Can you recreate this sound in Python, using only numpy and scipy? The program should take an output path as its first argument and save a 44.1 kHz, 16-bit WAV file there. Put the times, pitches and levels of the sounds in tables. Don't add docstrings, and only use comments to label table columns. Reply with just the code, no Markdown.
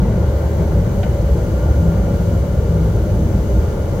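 import sys
import numpy as np
from scipy import signal
from scipy.fft import rfft, irfft, next_fast_len
from scipy.io import wavfile
from scipy.ndimage import uniform_filter1d, map_coordinates

SR = 44100
rng = np.random.default_rng(int(sys.argv[2]) if len(sys.argv) > 2 else 0)


def pcm_store(signal):
    levels = np.round(np.clip(np.atleast_2d(signal), -1, 1) * 32767)
    wavfile.write(sys.argv[1], SR, levels.astype(np.int16).T)


N = 176400

# (frequency [Hz], left minus right [dB])
BALANCE = [(60, 0), (160, 2.05), (280, 0), (550, 2.5), (900, 1.5), (1300, 2.5), (1700, 3), (2200, 2),
           (3000, -0.5)]


def amp(db):
    return 10 ** (np.asarray(db) / 20)


def unit(x):
    return x / np.sqrt(np.mean(x ** 2) + 1e-20)


def along(points, hz):
    f, v = np.transpose(points)
    return np.interp(np.log(hz + 1), np.log(f + 1), v)


def curve(points):
    return np.interp(np.arange(N) / SR, *np.transpose(points))


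def wobble(rate_hz):
    return map_coordinates(rng.standard_normal(400), [np.arange(N) * rate_hz / SR + 2], mode="mirror")


def filtered(x, response):
    m = next_fast_len(N + SR // 2)
    return irfft(rfft(x, m) * response(np.fft.rfftfreq(m, 1 / SR)), m)[..., :N]


def peaks(modes):
    return lambda hz: np.sqrt(sum(amp(db) ** 2 / width / (1 + 2 * ((hz - centre) / width) ** 2) ** 2
                                  for centre, width, db in modes))


def joint_rms(modes):
    return np.linalg.norm([amp(db) for _, _, db in modes])


def ear_gains(hz):
    return amp(along(BALANCE, hz) * np.array([[0.5], [-0.5]]))


def room_noise(gain):
    # (frequency [Hz], coherence [0-1])
    coherence = [(40, .999), (80, 0.99), (150, 1), (260, 0.92), (400, 0.83), (600, 0.95), (850, 0.67),
                 (1150, 0.35), (1400, 0.57), (1700, 0.053), (2200, 0.23), (2700, 0.14), (15000, 0.045)]
    # (frequency [Hz], left lead [rad])
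    lead = [(60, 0.092), (150, -0.0014), (300, 0.081), (500, 0.18), (750, 0.85), (1000, -0.37),
            (1400, -1.15), (2000, -0.25)]
    m = next_fast_len(N + 8192)
    hz = np.fft.rfftfreq(m, 1 / SR)
    a, b = rfft(rng.standard_normal((2, m))) * gain(hz)
    spread_rad = np.arccos(along(coherence, hz)) / 2
    mid, side = a * np.cos(spread_rad), b * np.sin(spread_rad)
    lean = amp(along(BALANCE, hz) / 2) * np.exp(0.5j * along(lead, hz))
    return unit(irfft([(mid + side) * lean, (mid - side) / lean], m)[:, :N])


def coloured(spectrum):
    return room_noise(lambda hz: amp(along(spectrum, hz)))


def resonant(modes):
    return joint_rms(modes) * room_noise(peaks(modes))


def steady(x, samples):
    return x / np.sqrt(np.abs(uniform_filter1d(np.mean(x ** 2, axis=0), samples)) + 1e-12)


def near_walls(x, echo_gain=0.41, spread_s=0.014, count=24):
    delays_s, signs = rng.random(count) * spread_s, rng.choice([-1, 1], count)
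    taps = np.bincount((delays_s * SR).astype(int) + 20, signs * echo_gain / np.sqrt(count))
    taps[0] = 1
    return signal.fftconvolve(x, taps)[:N]


def air_jet(gain, noise):
    fade = np.sin(np.pi / 2 * np.arange(N) / N) ** 2
    here, there = near_walls(noise), near_walls(noise)
    return unit(filtered((1 - fade) * here + fade * there, gain))


def burner_hiss():
    # (frequency [Hz], relative density [dB])
    left_spectrum = [(1200, -19), (2500, -0.5), (3500, 3.5), (4000, 0), (4700, 2.5), (5100, -2.5),
                     (5900, 3.5), (6700, -0.5), (7700, 1.5), (8500, -7.5), (10000, -3), (10600, 0.5),
                     (11500, -2.5), (12100, -6.5), (12800, 0), (13900, -2.5), (15800, -1.5)]
    right_spectrum = [(1200, -10), (2500, 1), (3600, 3), (4700, 3), (5100, 0.5), (5900, .5), (7000, -0.5),
                      (8300, -7), (9400, -2), (10600, -11), (11700, -6), (13300, -9.5), (14200, -14),
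                      (15800, -14)]
    # (frequency [Hz], width [Hz], level [dB])
    jet_modes = [(6250, 270, -52.5), (7270, 300, -58), (11300, 300, -62), (13150, 400, -57),
                 (14660, 180, -58), (15200, 220, -59)]
    left_db, right_db, right_lead_s = -44, -46.5, 35e-6
    shade_db, shade_s, shade_hz = -5.5, 0.22, 5000
    bright_db, bright_at_s, bright_width_s = -54, 0.38, 0.22
    t = np.arange(N) / SR
    direct, diffuse, ring_noise, bright_noise = rng.standard_normal((4, N))
    lowpass = lambda hz: np.exp(-(hz / shade_hz) ** 2)

    ring = joint_rms(jet_modes) * amp(0.7 * wobble(6.16)) * air_jet(peaks(jet_modes), ring_noise)
    bright_swell = amp(bright_db) * np.exp(-((t - bright_at_s) / bright_width_s) ** 2)
    bright = bright_swell * air_jet(peaks([(13000, 510, 0)]), bright_noise)
    left = amp(left_db) * air_jet(lambda hz: amp(along(left_spectrum, hz)), direct) + ring + bright
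    lows = filtered(left, lowpass)
    left = lows + amp(shade_db * np.exp(-t / shade_s)) * (left - lows)

    coherence = lambda hz: 0.23 * (1 - lowpass(hz))
    common = filtered(direct, lambda hz: coherence(hz) * np.exp(2j * np.pi * hz * right_lead_s))
    separate = filtered(diffuse, lambda hz: np.sqrt(1 - coherence(hz) ** 2))
    right = amp(right_db) * air_jet(lambda hz: amp(along(right_spectrum, hz)), common + separate)
    return amp(0.35 * wobble(6.82)) * np.array([left, right])


def blower(blade_hz=581.7):
    # (multiple of blade rate, level [dB])
    harmonics = [(3, -61.5), (4, -63.5)]
    # (frequency [Hz], width [Hz], level [dB])
    duct_modes = [(1168, 38, -53), (1394.6, 25, -49), (1438, 32, -52)]
    casing_modes = [(1234, 5.6, -57), (2030, 97, -61), (2950, 200, -56.5)]
    # (time [s], gain [dB])
    duct_swell = [(0, 1.5), (.45, -1.5), (.95, -4), (1.4, -1), (1.65, 5), (1.85, 3.5), (2.05, 4.5),
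                  (2.5, -3.5), (2.82, 2.5), (3.2, -6), (3.7, 2), (4, -3)]
    phase = 2 * np.pi * np.cumsum(blade_hz * (1 + 0.0008 * wobble(6.2))) / SR
    whine = 0
    for k, db in harmonics:
        waver_db = 2 * np.array([wobble(4.4), wobble(6.1)])
        whine += amp(db + waver_db) * ear_gains(k * blade_hz) * unit(np.sin(k * phase))
    return whine + amp(curve(duct_swell)) * resonant(duct_modes) + resonant(casing_modes)


def tool_clack():
    # (time [s], gain [dB])
    contacts = [(1.031, 2.5), (1.037, -4)]
    # (frequency [Hz], relative density [dB])
    spectrum = [(300, -10), (700, 15), (1100, 8), (1800, 11), (2400, 5), (3000, 6), (3600, -2), (4600, 0),
                (5500, -11), (12000, -32)]
    # (frequency [Hz], level [dB], t60 [s])
    modes = [(720, -19, 0.04), (1510, -38, 0.15), (1870, -39, 0.072), (2940, -49, 0.2), (3750, -47, .05)]
    knock_db, knock_t60_s, attack_s = -23, 0.024, 0.0022
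    room_gain_db, room_t60_s = -23.5, 0.96
    out = 0
    for start_s, gain_db in contacts:
        t = np.maximum(np.arange(N) / SR - start_s, 0)
        decay = amp(-60 * t / knock_t60_s) + amp(room_gain_db - 60 * t / room_t60_s)
        knock = amp(knock_db) * decay * coloured(spectrum)
        ring = sum(amp(db - 60 * t / t60_s) * np.sin(2 * np.pi * hz * t + np.pi * rng.random((2, 1)))
                   for hz, db, t60_s in modes)
        out += amp(gain_db) * (1 - np.exp(-t / attack_s)) * (knock + ring)
    return out


def flame_puffs(width_s=0.0036):
    # (time [s], level [dB])
    flares = [(2.592, -6), (3.12, -7), (3.755, -5.5)]
    t, out = np.arange(N) / SR, 0
    for centre_s, db in flares:
        u = (t - centre_s) / width_s
        out -= amp(db) * 2 * u * np.exp(-u ** 2)
    return out


def chamber_booms(rise_s=0.074, fall_s=0.064, wander_hz=1.525):
    # (start [s], length [s], pitch [Hz], level [dB])
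    booms = [(0.237, 0.26, 71.83, -17), (0.595, 0.263, 164, -21.5), (0.665, 0.47, 123.3, -33.5),
             (1.648, 0.3, 71.6, -16.5), (1.748, 0.24, 165, -17), (1.994, 0.4, 164, -27.5),
             (2.669, 0.28, 163.3, -18.5), (2.697, 0.23, 66, -20), (2.8, 0.19, 99.4, -19.5),
             (3.084, 0.26, 66.15, -22), (3.24, 0.15, 164, -23), (3.455, 0.19, 59.8, -13.5)]
    t, out = np.arange(N) / SR, 0
    for start_s, length_s, hz, db in booms:
        swell = np.clip((t - start_s) / rise_s, 0, 1) * np.clip((start_s + length_s - t) / fall_s, 0, 1)
        phase = 2 * np.pi * np.cumsum(hz + wander_hz * wobble(16)) / SR
        out += amp(db) * swell * unit(np.sin(phase)) * ear_gains(hz)
    return out


def flame(rumble_db=-14.5, roar_db=-27.5):
    # (frequency [Hz], relative density [dB])
    rumble_spectrum = [(20, -5), (28, -20), (36, -5), (47, -13.5), (56, 3.5), (68, -4.5), (82, -5.5),
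                       (98, -3.5), (112, -6.5), (150, -11), (195, -10), (235, -17.5), (270, -23.5),
                       (400, -44), (1000, -120)]
    roar_spectrum = [(130, -2.5), (250, -21), (295, -3.5), (345, -1.5), (400, -1), (440, -2.5), (560, -0.5),
                     (620, -3), (720, -9.5), (900, -13.5), (1030, -14.5), (1290, -20.5), (1550, -19),
                     (1780, -25.5), (2150, -24.5), (2450, -32.5), (4000, -59), (12000, -120)]
    # (frequency [Hz], width [Hz], level [dB])
    chamber_modes = [(72, 7.8, -23.5), (115.3, 16, -31.5), (170, 3.5, -33), (318.3, 12.4, -35),
                     (348, 13, -41), (400, 25, -36.5), (463.4, 6.5, -37.5), (495, 4.2, -44.5),
                     (517.5, 5, -37.5), (539, 8.3, -41.5), (599.4, 7, -45), (775, 2.2, -51.5),
                     (834, 3.3, -50), (890.6, 29, -46.5)]
    mouth_modes = [(570.4, 10, -36.5)]
    # (time [s], gain [dB])
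    rumble_swell = [(0, 3), (.42, -6), (.65, -0.5), (1.0, -.5), (1.5, -2), (2.1, 0), (2.45, -2), (2.7, -2),
                    (3.05, -1.5), (3.3, 1.5), (3.55, -2), (3.68, -4), (3.8, -3.5), (4, -4)]
    roar_swell = [(0, 2), (1.15, 0), (1.5, 0), (2.4, -0.5), (2.8, 0), (4, -0.4)]
    mouth_swell = [(0, -1.5), (1.3, 1), (1.8, 1.5), (2.25, 4.5), (2.6, 0), (3.2, -2.5), (4, 1)]
    rumble = amp(rumble_db + curve(rumble_swell)) * steady(coloured(rumble_spectrum), samples=9000)
    flutter_db = 0.58 * wobble(29.94)
    roar = amp(roar_db + curve(roar_swell) + flutter_db) * steady(coloured(roar_spectrum), samples=7000)
    mouth_level = joint_rms(mouth_modes) * amp(curve(mouth_swell))
    mouth = mouth_level * steady(resonant(mouth_modes), samples=8000)
    return rumble + roar + mouth + resonant(chamber_modes)


def scene():
    return flame() + chamber_booms() + flame_puffs() + blower() + burner_hiss() + tool_clack()


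def record(dry):
    low_cut_hz, top_hz = 23, 15830
    return filtered(dry, lambda hz: (hz < top_hz) * (1 - np.exp(-(hz / low_cut_hz) ** 2)) ** 2)


dry = scene()
out = record(dry)
pcm_store(out)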